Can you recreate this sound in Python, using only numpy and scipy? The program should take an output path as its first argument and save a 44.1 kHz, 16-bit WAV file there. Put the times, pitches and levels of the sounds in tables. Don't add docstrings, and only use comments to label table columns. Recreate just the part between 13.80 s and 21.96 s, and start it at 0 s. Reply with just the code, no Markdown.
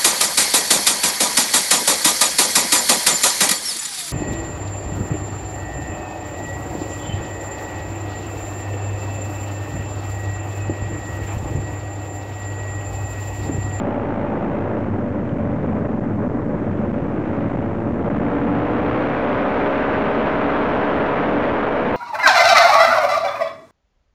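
import sys
import numpy as np
from scipy import signal
from scipy.fft import rfft, irfft, next_fast_len
from scipy.io import wavfile

SR = 44100
rng = np.random.default_rng(int(sys.argv[2]) if len(sys.argv) > 2 else 0)


def store_wav(level_fs):
    pcm = np.round(np.clip(np.atleast_2d(level_fs), -1, 1) * 32767)
    wavfile.write(sys.argv[1], SR, pcm.T.astype(np.int16))


def convert_level_to_amplitude(level_db):
    exponent = np.asarray(level_db, float) / 20
    return 10 ** exponent


N = 359856
BASS_CUT_HZ, TREBLE_CUT_HZ = 104.6, 3730


def rms_one(x):
    return x / np.sqrt(np.mean(x ** 2) + 1e-20)


def in_time(rows):
    s, *columns = np.transpose(rows)
    return [np.interp(np.arange(N) / SR, s, c) for c in columns]


def drift(rate):
    r = np.exp(-80 * np.pi * rate / SR)
    noise = rng.standard_normal(N // 40 + 2002)
    slow = signal.lfilter([1], [1, -2 * r, r * r], noise)[2000:]
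    return np.interp(np.arange(N) / 40, np.arange(len(slow)), rms_one(slow))


def passed(x, order, hz, kind):
    return signal.sosfilt(signal.butter(order, hz, kind, fs=SR, output="sos"), x)


def at_capsule(hz):
    lost = (1 + (BASS_CUT_HZ / hz) ** 4) * (1 + (hz / TREBLE_CUT_HZ) ** 8)
    return np.minimum(np.sqrt(lost), convert_level_to_amplitude(30))


def air_noise(spectrum, patchy_db, lumps_hz):
    size = next_fast_len(N)
    hz = np.maximum(np.fft.rfftfreq(size, 1 / SR), 1)
    point_hz, point_db = np.transpose(spectrum)
    colour = convert_level_to_amplitude(np.interp(np.log(hz), np.log(point_hz), point_db, -120, -120))
    shaped = rfft(rng.standard_normal(size)) * colour
    shaped *= size / np.sqrt(2 * np.sum(np.abs(shaped) ** 2))
    pressure = shaped * at_capsule(hz)
    half_octave = 2 * np.log2(hz)
    lowest, highest = int(2 * np.log2(point_hz[0])), int(2 * np.log2(point_hz[-1])) + 1
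    together, out = drift(lumps_hz), 0
    for k in range(lowest, highest + 1):
        band = irfft(pressure * np.clip(1 - np.abs(half_octave - k), 0, 1), size)[:N]
        flicker = .8 * together + drift(lumps_hz)
        out = out + band * convert_level_to_amplitude(patchy_db * flicker)
    return out


def turning(hz):
    return 2 * np.pi * np.cumsum(hz * (1 + .001 * drift(13.4))) / SR


def tones(angle, hz, orders, levels_db, waver_db, scatter=1, split=0):
    out = 0
    for k, level_db in zip(orders, levels_db):
        gain = convert_level_to_amplitude(level_db + waver_db * drift(3.9)) * at_capsule(k * np.mean(hz))
        phase = scatter * rng.uniform(-np.pi, np.pi) + split * (k % 2)
        out = out + np.sqrt(2) * gain * np.cos(k * angle + phase)
    return out


# time in seconds, stage of the turn (0 to 3).
TURN = [
    (0, 0),
    (.55, 0),
    (1.2, 1),
    (4.25, 1),
    (4.55, 2),
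    (5.15, 2),
    (5.5, 3),
    (8.16, 3),
]


def by_stage(values):
    turn, = in_time(TURN)
    return np.interp(turn, range(4), values)


# stage of the turn, buffeting in dB, cushion roar in dB, lift tones in dB, change of the blade tones
# in dB, share of the boom hidden (0 to 1).
HEADING = [
    (0, -31.5, -20.5, -37.5, 0.5, 0.35),
    (1, -29.5, -20, -37.5, 0.5, 0),
    (2, -35, -21, -33.5, 1, .5),
    (3, -32, -24.5, -33, 1.5, 0.42),
]


def heading():
    return [by_stage(column) for column in np.transpose(HEADING)[1:]]


# time in seconds, blade passes in Hz.
PROPELLER_SPEED = [(0, 55.15), (.5, 56.2), (.76, 56.3), (1.0, 52.99), (1.25, 48.6), (2.0, 41.55),
                   (2.5, 41.77), (3.12, 48.5), (3.5, 53.2), (4.0, 57.1), (4.5, 59.3), (4.9, 60.55),
                   (5.25, 63.75), (5.5, 65.9), (5.85, 67.9), (6.25, 69.07), (6.9, 70.17), (8.16, 70.72)]
# multiple of the blade passes, level in dB heard ahead, over the bow, abeam, facing the cage.
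PROPELLER_TONES = [(1, -4, -11, -8, -24), (2, -1, -2, -1, -9), (3, 0, -9, -3, -11), (4, -.5, -4, 1, .5),
                   (5, -1, 3, 6.5, -9), (6, -5, 5, -8, 3), (7, 0, 1, 1, 3), (8, -4, -1, 5.5, .5),
                   (9, 0, -8.5, -6, 4), (10, 1.5, 2, 0, -2.5), (11, -7, -3, -4, -3.5), (12, -1, -2, 0, -9),
                   (13, -5, -6, -7, -5.5), (14, -.5, -5, -5, -6), (15, -1, -10, -7, -6),
                   (16, -3, -14, -8, -9), (17, -9, -12, -7, -10.5), (18, -12, -14, -11, -10),
                   (19, -20, -18, -14, -10.5), (20, -20, -18, -15, -10.5), (21, -10.5, -22, -19, -14),
                   (22, -15.5, -15, -8, -8), (23, -18, -18, -12, -12), (24, -16, -17, -14, -14)]
# time in seconds, change of level in dB.
COVER = [(0, -4.5), (.5, -5.5), (.9, -5), (1.3, -5), (1.9, 0), (2.3, -2), (2.7, -4), (3.0, -2.5), (3.3, -5),
         (3.6, -3.5), (3.85, -6.5), (4.1, -9.5), (4.35, -4.5), (4.7, -2), (5.1, 0.5), (8.16, -1)]
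# frequency in Hz, level in dB per Hz.
RUSH = [(200, -35), (300, -4), (450, -5), (700, -6), (1000, -7.5), (1500, -10.5), (2400, -18.5),
        (3500, -33.5), (4700, -46.5), (6000, -51), (8000, -72.5)]
# stage of the turn, chop of the rush in dB, scatter of the blade pulse (0 to 1),
# split into two beats in radians.
BEAT = [
    (0, 2.7, .3, 0),
    (1, 2.0, .3, 0),
    (2, 1.9, .45, .6),
    (3, .5, .3, 1.2),
]


def propeller(blade_db):
    hz, = in_time(PROPELLER_SPEED)
    cover_db, = in_time(COVER)
    speed_db = 20 * np.log10(hz / 70)
    tone_db = -35 + blade_db + 1.97 * speed_db + 0.37 * cover_db
    rush_db = -24 + 3.64 * speed_db + cover_db
    angle = turning(hz)
    orders = [row[0] for row in PROPELLER_TONES]
    levels = [tone_db + 4 + by_stage(row[1:]) for row in PROPELLER_TONES]
    chop_db, scatter, split = [by_stage(column) for column in np.transpose(BEAT)[1:]]
    chop_db = chop_db * np.clip((hz - 38) / 16, .2, 1)
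    chop = convert_level_to_amplitude(chop_db * np.cos(angle) + .5 * np.cos(2 * angle) - chop_db ** 2 / 17)
    rush = convert_level_to_amplitude(rush_db + 4.5) * chop * air_noise(RUSH, patchy_db=0.5, lumps_hz=25.8)
    edge_hiss = passed(rush, 2, 1700, "high")
    rush = rush - 0.25 * (1 - convert_level_to_amplitude(cover_db)) * edge_hiss
    return tones(angle, hz, orders, levels, waver_db=1.2, scatter=scatter, split=split) + rush


# time in seconds, four-stroke cycles in Hz.
LIFT_SPEED = [(0, 24.35), (.8, 24.38), (1.5, 24.28), (2.0, 24.26), (2.5, 24.4), (3.5, 23.91), (4.1, 23.92),
              (4.75, 23.83), (5.3, 23.85), (6.0, 24.13), (7.25, 24.48), (8.16, 24.42)]
# multiple of the cycle, level in dB heard ahead, over the bow, abeam, facing the cage.
LIFT_TONES = [(2, -16.9, -16.9, -19.7, -26.4), (3, -17.2, -17.2, -7.1, -25.2), (4, 2, 0.1, -4.8, -12.5),
              (5, -5.1, -5.1, -5.1, -22.8), (7, -7.2, -7.2, -9.2, -19.7), (8, -8, -11, -3, -17.9),
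              (9, -3, 0.1, -14.3, -10), (10, -3, 0, -3.5, -1.5), (12, -3, 1.0, 4, .5),
              (14, -14, -9, -17.9, -17.0), (24, -1, -4.5, -5.5, -5.5), (36, -15, -19, -13, -8)]
# frequency in Hz, level in dB per Hz.
ROAR = [(59, -24), (100, -8), (226, -6.5), (266, -7), (382, -13), (593, -14), (623, -18.5), (897, -23),
        (2000, -37.5), (2600, -61.5), (4400, -120)]


def lift_engine(roar_db, tone_db):
    hz, = in_time(LIFT_SPEED)
    angle = turning(hz)
    orders = [row[0] for row in LIFT_TONES]
    levels = [tone_db + 5.5 + by_stage(row[1:]) for row in LIFT_TONES]
    throb = convert_level_to_amplitude(1.2 * np.cos(angle) + .7 * np.cos(2 * angle + 1.4))
    roar = convert_level_to_amplitude(roar_db - 2) * throb * air_noise(ROAR, patchy_db=1.9, lumps_hz=22)
    return tones(angle, hz, orders, levels, waver_db=2.3) + roar


# time in seconds, time pinned in milliseconds.
GUSTS = [(1.0508, 1.9), (1.107, 2), (1.31, 0.95), (1.553, 1.6), (1.58, 2.6), (1.723, 1.1), (2.0777, 2.7),
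         (2.202, 2.14), (3.1234, 4.5), (3.3313, 1.3), (3.3873, 1.7), (3.4322, 1.7), (3.765, 2.9),
         (3.7837, 1.7), (3.81, 1.5), (4.1273, 1.84), (4.233, 2.8), (4.2958, 2.5), (4.3776, 1.8),
         (4.392, 1.5), (4.4108, 1.1), (4.4591, 1.4), (4.6112, 0.59), (5.106, 0.99), (5.28, 1.2),
         (6.9057, 0.43), (7.7244, 1.6), (8.1203, 1.3)]


def gusts():
    s = np.arange(N) / SR
    out = 0
    for at, ms in GUSTS:
        half_width_s = .0007 * ms + .00075
        out = out - np.exp(-np.abs((s - at) / half_width_s) ** 2.8)
    return out


def knock(at, db, hz, t60):
    s = np.maximum(np.arange(N) / SR - at, 0)
    return convert_level_to_amplitude(db - 60 * s / t60) * (1 - np.exp(-s * hz)) * np.sin(2 * np.pi * hz * s)


# time in seconds, peak in dB, pitch in Hz.
SLAPS = [(1.058, -13, 298), (1.148, -12, 296), (1.276, -4, 242), (1.391, -11, 237), (1.519, 4, 176),
         (1.875, 3, 230), (2.09, -6, 223), (2.899, -12, 229), (3.157, 0, 245), (3.273, -11, 301),
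         (3.727, -12, 242), (3.783, -5, 175), (4.192, -5, 200), (4.271, -18, 153), (4.327, -22, 151)]


def skirt_slaps():
    return sum(at_capsule(hz) * knock(s + .005, db - 2.5, hz, t60=.03) for s, db, hz in SLAPS)


# time in seconds, level in dB, pitch in Hz.
GRIT = [
    (1.4925, -33, 3050),
    (3.127, -40, 3050),
    (5.261, -24, 2550),
]


def grit_ticks():
    return sum(knock(s, db, hz, t60=.01) for s, db, hz in GRIT)


# frequency in Hz, level in dB per Hz.
BUFFET = [(12, -33.5), (22, -8.5), (40, -2.5), (90, -1.5), (160, -10), (220, 7), (300, -31.5)]


def buffeting(level_db):
    return convert_level_to_amplitude(level_db) * air_noise(BUFFET, patchy_db=1.5, lumps_hz=15)


# time in seconds, swell in dB.
AIRFLOW = [(0, -2.5), (.5, 0.5), (.75, 1), (1.1, 0), (1.5, -4.5), (1.9, 3), (2.15, -2), (2.45, 2),
           (2.9, 1.5), (3.35, -3.5), (3.8, -2), (4.05, 0), (4.3, 4.5), (5.2, 1), (5.7, 3), (6.4, 3.5),
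           (7.2, 4), (8.16, 2)]
BOOM_HZ = (79.5, 174)


def scene():
    buffet_db, roar_db, tone_db, blade_db, hidden = heading()
    swell_db, = in_time(AIRFLOW)
    thrust = propeller(blade_db)
    bow = lift_engine(roar_db + 0.72 * swell_db, tone_db) + buffeting(buffet_db + 0.9 * swell_db)
    boom = passed(bow, 1, BOOM_HZ, "band")
    bow = bow - np.clip(hidden, 0, 1) * boom
    return (thrust + bow + gusts() + skirt_slaps() + grit_ticks())[None]


def squash(x, top, knee):
    return x / (1 + np.abs(x / top) ** knee) ** (1 / knee)


def circuit_noise(shape):
    hiss = convert_level_to_amplitude(-74 + 10.6) * rng.standard_normal(shape)
    whine = np.sqrt(2) * convert_level_to_amplitude(-86) * np.sin(2 * np.pi * 6665 * np.arange(N) / SR)
    return hiss + whine


def roll_off(x):
    return signal.sosfilt(signal.butter(12, 8830, fs=SR, output="sos"), x)


def record(dry):
    swing = dry - 0.036
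    capsule = squash(swing, np.where(swing > 0, .36, .26), knee=4.05)
    x = passed(convert_level_to_amplitude(-1.61) * capsule, 2, BASS_CUT_HZ, "high")
    x = squash(x, .255, knee=7)
    x = passed(x, 4, TREBLE_CUT_HZ, "low")
    x = x + circuit_noise(x.shape)
    x = signal.sosfilt(signal.cheby2(11, 36, 8520, fs=SR, output="sos"), x)
    return roll_off(x - .0136)


dry = scene()
out = record(dry)
store_wav(out)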